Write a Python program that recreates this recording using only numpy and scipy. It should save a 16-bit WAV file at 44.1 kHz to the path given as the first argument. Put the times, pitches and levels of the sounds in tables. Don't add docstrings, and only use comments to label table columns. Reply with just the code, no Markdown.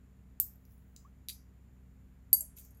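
import sys
import numpy as np
from scipy import signal
from scipy.fft import rfft, irfft
from scipy.io import wavfile
from scipy.ndimage import uniform_filter1d

SR = 44100
rng = np.random.default_rng(int(sys.argv[2]) if len(sys.argv) > 2 else 0)


def pcm_store(signal):
    levels = np.round(np.clip(np.atleast_2d(signal), -1, 1) * 32767)
    wavfile.write(sys.argv[1], SR, levels.astype(np.int16).T)


N = 123479

# start in seconds, crack in dB, crack centre in Hz, ring in dB,
# ring tilt in dB per octave, main-mode offset in dB, neighbour tube in dB, air column in dB.
TUBE_TAPS = [(2.3299, -20, 10000, -13, 0, 0, -55, -59), (2.4065, -58, 2500, -70, 0, 0, -70, -85),
             (2.4075, -27, 10500, -46, 6, -4, -28, -61), (2.5675, -64, 9000, -51, 2, -2, -75, -85),
             (2.575, -54, 2800, -66, 2, -4, -75, -85), (2.585, -55, 5200, -47, 3, -6, -75, -85),
             (2.5965, -42, 12400, -49, 4, -8, -70, -85), (2.612, -62, 12500, -54, 2, -12, -80, -85),
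             (2.648, -64, 12000, -55, 6, -8, -75, -85), (2.707, -78, 12000, -61, 7, -4, -80, -85),
             (2.747, -74, 5000, -66, 0, -3, -80, -85), (2.772, -78, 12000, -66, 3, 0, -80, -85)]
TUBE_MODE_HZ = [4636, 4720, 8199, 8190, 9302, 9392, 9508, 11470, 11577, 11620, 11790, 12590, 13215, 13630,
                15160, 15150]
# level in dB, T60 in seconds.
TUBE_MODE_DB_T60 = [(-12, 0.065), (-18.5, 0.21), (-7.5, 0.093), (-19.5, 0.26), (-13.5, 0.106), (-9.5, 0.31),
                    (-35.5, .1), (-9.5, 0.19), (7.5, 0.095), (-9.5, .16), (-13, 0.052), (-12.5, 0.044),
                    (-30, 0.14), (-38.5, .18), (-2, 0.043), (-16.5, 0.25)]
# frequency in Hz, level in dB, T60 in seconds.
NEIGHBOUR_MODES = [(7607, -4, .075), (8250, 2, .022), (9500, -2, .015), (11600, 8, .015), (12590, -16, .08)]
BOTTLE_MODES = [(3900, -11, .011), (4740, -10, .011), (9850, 0, .015), (10080, -4, .025), (12250, -2, .013),
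                (12470, -4, .02), (15600, -18, .025)]
# frequency in Hz, level in dB.
COLUMN_MODES = [(625, -3.5), (709, -13.5), (559, -13)]
# start in seconds, crack in dB, crack centre in Hz, crack width in octaves,
# ring in dB, ring tilt in dB per octave.
NECK_TICKS = [(0.537, -52, 12800, 0.15, -79, 3), (0.558, -53, 13000, 0.19, -74, -5),
              (.652, -64.5, 5500, 0.44, -61.5, 19), (.697, -72, 12100, 0.19, -77, 6),
              (0.71, -69, 5500, 0.17, -65, 17), (.735, -66, 11400, 0.38, -66, 14),
              (0.779, -63, 10300, 0.17, -68, 0), (0.963, -43.5, 5370, 0.51, -57, 30),
              (1.2856, -30, 6300, 1, -26.5, -6), (1.2928, -30.5, 5200, 1, -34, -7),
              (1.2971, -35, 3900, 1, -49, 0), (1.2995, -55, 5960, 0.53, -27, 0.5)]
# start in seconds, peak in dB.
SNAPS = [(.4008, -5)]
# time in seconds, level in dB.
SCRAPE_ENVELOPE = [(2.554, -82), (2.575, -58.5), (2.6, -73), (2.651, -67), (2.67, -78), (2.69, -87),
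                   (2.8, -89)]
RUSTLE_ENVELOPE = [(.6, -80), (.66, -82), (.72, -67), (.76, -78), (.86, -81), (.95, -81), (1.0, -73),
                   (1.1, -97)]
# frequency in Hz, relative density in dB.
SNAP_SPECTRUM = [(900, -84.5), (1800, -62), (3000, -29), (4800, -22.5), (6000, -26.5), (8300, -12.5),
                 (11500, -8.5), (13600, 4.5), (15900, -12)]
SCRAPE_SPECTRUM = [(880, -36), (1500, -13), (3970, -20.5), (6890, 4), (9600, -27), (10600, -36), (12500, 5),
                   (15700, -8.5), (16500, -18)]
RUSTLE_SPECTRUM = [(3000, -44), (8500, -23), (10200, -9), (11200, -17), (12300, -4), (14300, -12),
                   (15600, -1), (16500, -4)]
HISS_SPECTRUM = [(15, -40), (28, -24.5), (45, 1.5), (60, -9), (79, -15.5), (110, -6.5), (260, -17),
                 (340, -23), (450, -26.5), (670, -28.5), (1060, -32), (2000, -34), (3500, -43),
                 (5400, -48.5), (6500, -47), (7100, -39), (7800, -48.5), (9000, -49), (13300, -43),
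                 (15200, -45.5), (16500, -73)]
# delay in seconds, gain in dB.
SNAP_ECHOES = [(.0011, -7), (.0026, -15), (.0058, -21), (.0092, -18), (.0163, -24)]
# frequency in Hz, T60 in seconds.
ROOM_DECAY = [(500, 0.13), (2500, 0.18), (4000, 0.14), (5500, 0.33), (7200, 0.26), (9000, 0.18),
              (11000, 0.23), (13500, 0.2), (16000, 0.18)]
# frequency in Hz, steady RMS level in dB, waver as a fraction.
HUM_LINES = [(64.2, -59, 0.11), (96.5, -72.5, 0.86), (125.8, -72.5, 0.14), (146, -73, 0.46),
             (190, -69.5, 0.12), (221.3, -81.5, 0.19), (254.4, -73.5, .15), (383, -88.5, 0.58),
             (444.5, -86.5, 0.45)]


def tube_taps():
    cracks, rings, air = np.zeros((3, N))
    t = np.arange(SR // 2) / SR
    column_rise_s, column_t60_s = .011, .11
    column = sum(amp(db) * np.sin(2 * np.pi * hz * t) for hz, db in COLUMN_MODES)
    column *= (1 - np.exp(-t / column_rise_s)) ** 2 * amp(-60 * t / column_t60_s)
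    rest_s, mute_s, mute_db = .0155, .002, -7
    mute = amp(mute_db * np.clip((t - rest_s) / mute_s, 0, 1))
    for start_s, crack_db, crack_hz, ring_db, tilt_db, main_db, neighbour_db, air_db in TUBE_TAPS:
        add(cracks, start_s, crack(crack_db, crack_hz, width_octaves=.55))
        modes = [(hz, db + (main_db if 11000 < hz < 12000 else 0), t60_s)
                 for hz, (db, t60_s) in zip(TUBE_MODE_HZ, TUBE_MODE_DB_T60)]
        add(rings, start_s, mute * glass_ring(modes, ring_db, tilt_db))
        add(rings, start_s, glass_ring(NEIGHBOUR_MODES, neighbour_db))
        add(air, start_s, amp(air_db) * column / column.max())
    return radiate(cracks, cutoff_hz=2070), radiate(rings, cutoff_hz=2070), air


def snap():
    out = np.zeros(N)
    for start_s, peak_db in SNAPS:
        add(out, start_s, burst(lambda hz: curve_at(SNAP_SPECTRUM, hz), peak_db, t60_s=.006, puff=.14))
    return out


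def bottle_ticks(rattle_t60_s=.005):
    out, t = np.zeros(N), np.arange(1024) / SR
    for start_s, crack_db, crack_hz, width_octaves, ring_db, tilt_db in NECK_TICKS:
        rattle = rng.standard_normal(len(t)) * amp(-60 * t / rattle_t60_s)
        add(out, start_s, crack(crack_db, crack_hz, width_octaves))
        ring = glass_ring(BOTTLE_MODES, ring_db, tilt_db)
        add(out, start_s, signal.oaconvolve(ring, rattle / np.linalg.norm(rattle)))
    return radiate(out, cutoff_hz=1480)


def friction(envelope, spectrum, slips_per_s):
    sizes = amp(3 * np.minimum(rng.exponential(1, N), 4))
    slips = sizes * (rng.random(N) < slips_per_s / SR) * rng.choice([-1, 1], N)
    noise = colour(slips, lambda hz: curve_at(spectrum, hz))
    level_db = np.interp(np.arange(N) / SR, *np.transpose(envelope), left=-200, right=-200)
    return noise / noise.std() * amp(level_db)


def bubble(start_s=1.048, level_db=-48.5, start_hz=1050, glide_hz_per_s=10300, rise_s=.0049, t60_s=.07):
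    out, t = np.zeros(N), np.arange(4000) / SR
    cycles = start_hz * t + .5 * glide_hz_per_s * t ** 2
    envelope = (1 - np.exp(-t / rise_s)) * amp(level_db - 60 * t / t60_s)
    add(out, start_s, envelope * np.sin(2 * np.pi * cycles))
    return out


def glass_ring(modes, strike_db, tilt_db_per_octave=0, spread_db=1, contact_s=.0004):
    t = np.arange(SR // 2) / SR
    hz, mode_db, t60_s = np.transpose(modes)[:, :, None]
    level_db = mode_db + strike_db + tilt_db_per_octave * np.log2(hz / 10000)
    level_db += spread_db * rng.standard_normal(hz.shape)
    attack = np.sin(np.pi / 2 * np.minimum(t / contact_s, 1)) ** 2
    partials = amp(level_db - 60 * t / t60_s) * np.sin(2 * np.pi * hz * t)
    return .5 * attack * partials.sum(0)


def crack(peak_db, centre_hz, width_octaves):
    return burst(lambda hz: -6 * (np.log2((hz + 1) / centre_hz) / width_octaves) ** 2,
                 peak_db, t60_s=.008)


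def burst(gain_db_at, peak_db, t60_s, puff=1.0):
    t = np.arange(2048) / SR
    pulse = puff * rng.standard_normal(len(t)) * amp(-60 * t / t60_s)
    pulse[0] = 2
    pulse = colour(pulse, gain_db_at)
    return amp(peak_db) * pulse / abs(pulse).max()


def radiate(sound, cutoff_hz):
    return signal.sosfilt(signal.butter(4, cutoff_hz, "high", fs=SR, output="sos"), sound)


def with_echoes(sound):
    out = sound.copy()
    for delay_s, gain_db in SNAP_ECHOES:
        add(out, delay_s, amp(gain_db) * sound)
    return out


def room_tail(sound, slot_samples=20):
    reflections = np.zeros(SR // 2)
    slots = np.arange(100, len(reflections) - slot_samples, slot_samples)
    signs = rng.choice([-1., 1.], len(slots))
    reflections[slots + rng.integers(0, slot_samples, len(slots))] = signs
    hz, t, bands = signal.stft(reflections, SR, nperseg=128)
    decay = amp(-60 * t / curve_at(ROOM_DECAY, hz)[:, None])
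    tail = signal.istft(bands * decay, SR, nperseg=128)[1]
    return signal.fftconvolve(sound, tail / np.linalg.norm(tail))[:N]


def room_hiss(level_db=-64):
    hz = np.fft.rfftfreq(N, 1 / SR)
    noise = irfft(rfft(rng.standard_normal(N)) * amp(curve_at(HISS_SPECTRUM, hz)), N)
    return amp(level_db) * noise / noise.std()


def machine_hum(smoothing_s=.03):
    out, t = np.zeros(N), np.arange(N) / SR
    window = int(smoothing_s * SR)
    for hz, db, waver in HUM_LINES:
        drift = uniform_filter1d(uniform_filter1d(rng.standard_normal((2, N)), window), window)
        drift = waver * drift / drift.std()
        carrier = np.exp(2j * np.pi * (hz * t + rng.random()))
        out += np.sqrt(2) * amp(db) * ((1 + drift[0] + 1j * drift[1]) * carrier).real
    return out


def amp(db):
    return 10 ** (np.asarray(db) / 20)


def curve_at(points, hz):
    point_hz, values = np.transpose(points)
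    return np.interp(np.log(hz + 1), np.log(point_hz + 1), values)


def add(mix, start_s, sound):
    part = mix[round(start_s * SR):][:len(sound)]
    part += sound[:len(part)]


def colour(sound, gain_db_at):
    hz = np.abs(np.fft.fftfreq(2048, 1 / SR))
    log_gain = np.log(amp(np.maximum(gain_db_at(hz), -90)))
    phase = -signal.hilbert(log_gain).imag
    impulse = np.fft.ifft(np.exp(log_gain + 1j * phase)).real[:1024]
    return signal.oaconvolve(sound, impulse)[:len(sound)]


def scene():
    click = snap()
    bottle = bottle_ticks() + friction(RUSTLE_ENVELOPE, RUSTLE_SPECTRUM, slips_per_s=2500)
    cracks, rings, air = tube_taps()
    contacts = cracks + friction(SCRAPE_ENVELOPE, SCRAPE_SPECTRUM, slips_per_s=4000)
    tail = room_tail(amp(-5) * (click + bottle) + amp(.5) * contacts + amp(-13) * rings)
    sources = with_echoes(click) + bottle + contacts + rings + air + bubble()
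    return (sources + tail + room_hiss() + machine_hum())[None]


def record(dry):
    port_hz, port_width_hz, port_mix_db, limit_hz = 7030, 900, -7, 16000
    b, a = signal.iirpeak(port_hz, port_hz / port_width_hz, SR)
    ported = dry + amp(port_mix_db) * signal.lfilter(b, a, dry)
    lowpass = signal.firwin(181, limit_hz, window=("kaiser", 9), fs=SR)
    return signal.oaconvolve(ported, lowpass[None], "same")


dry = scene()
out = record(dry)
pcm_store(out)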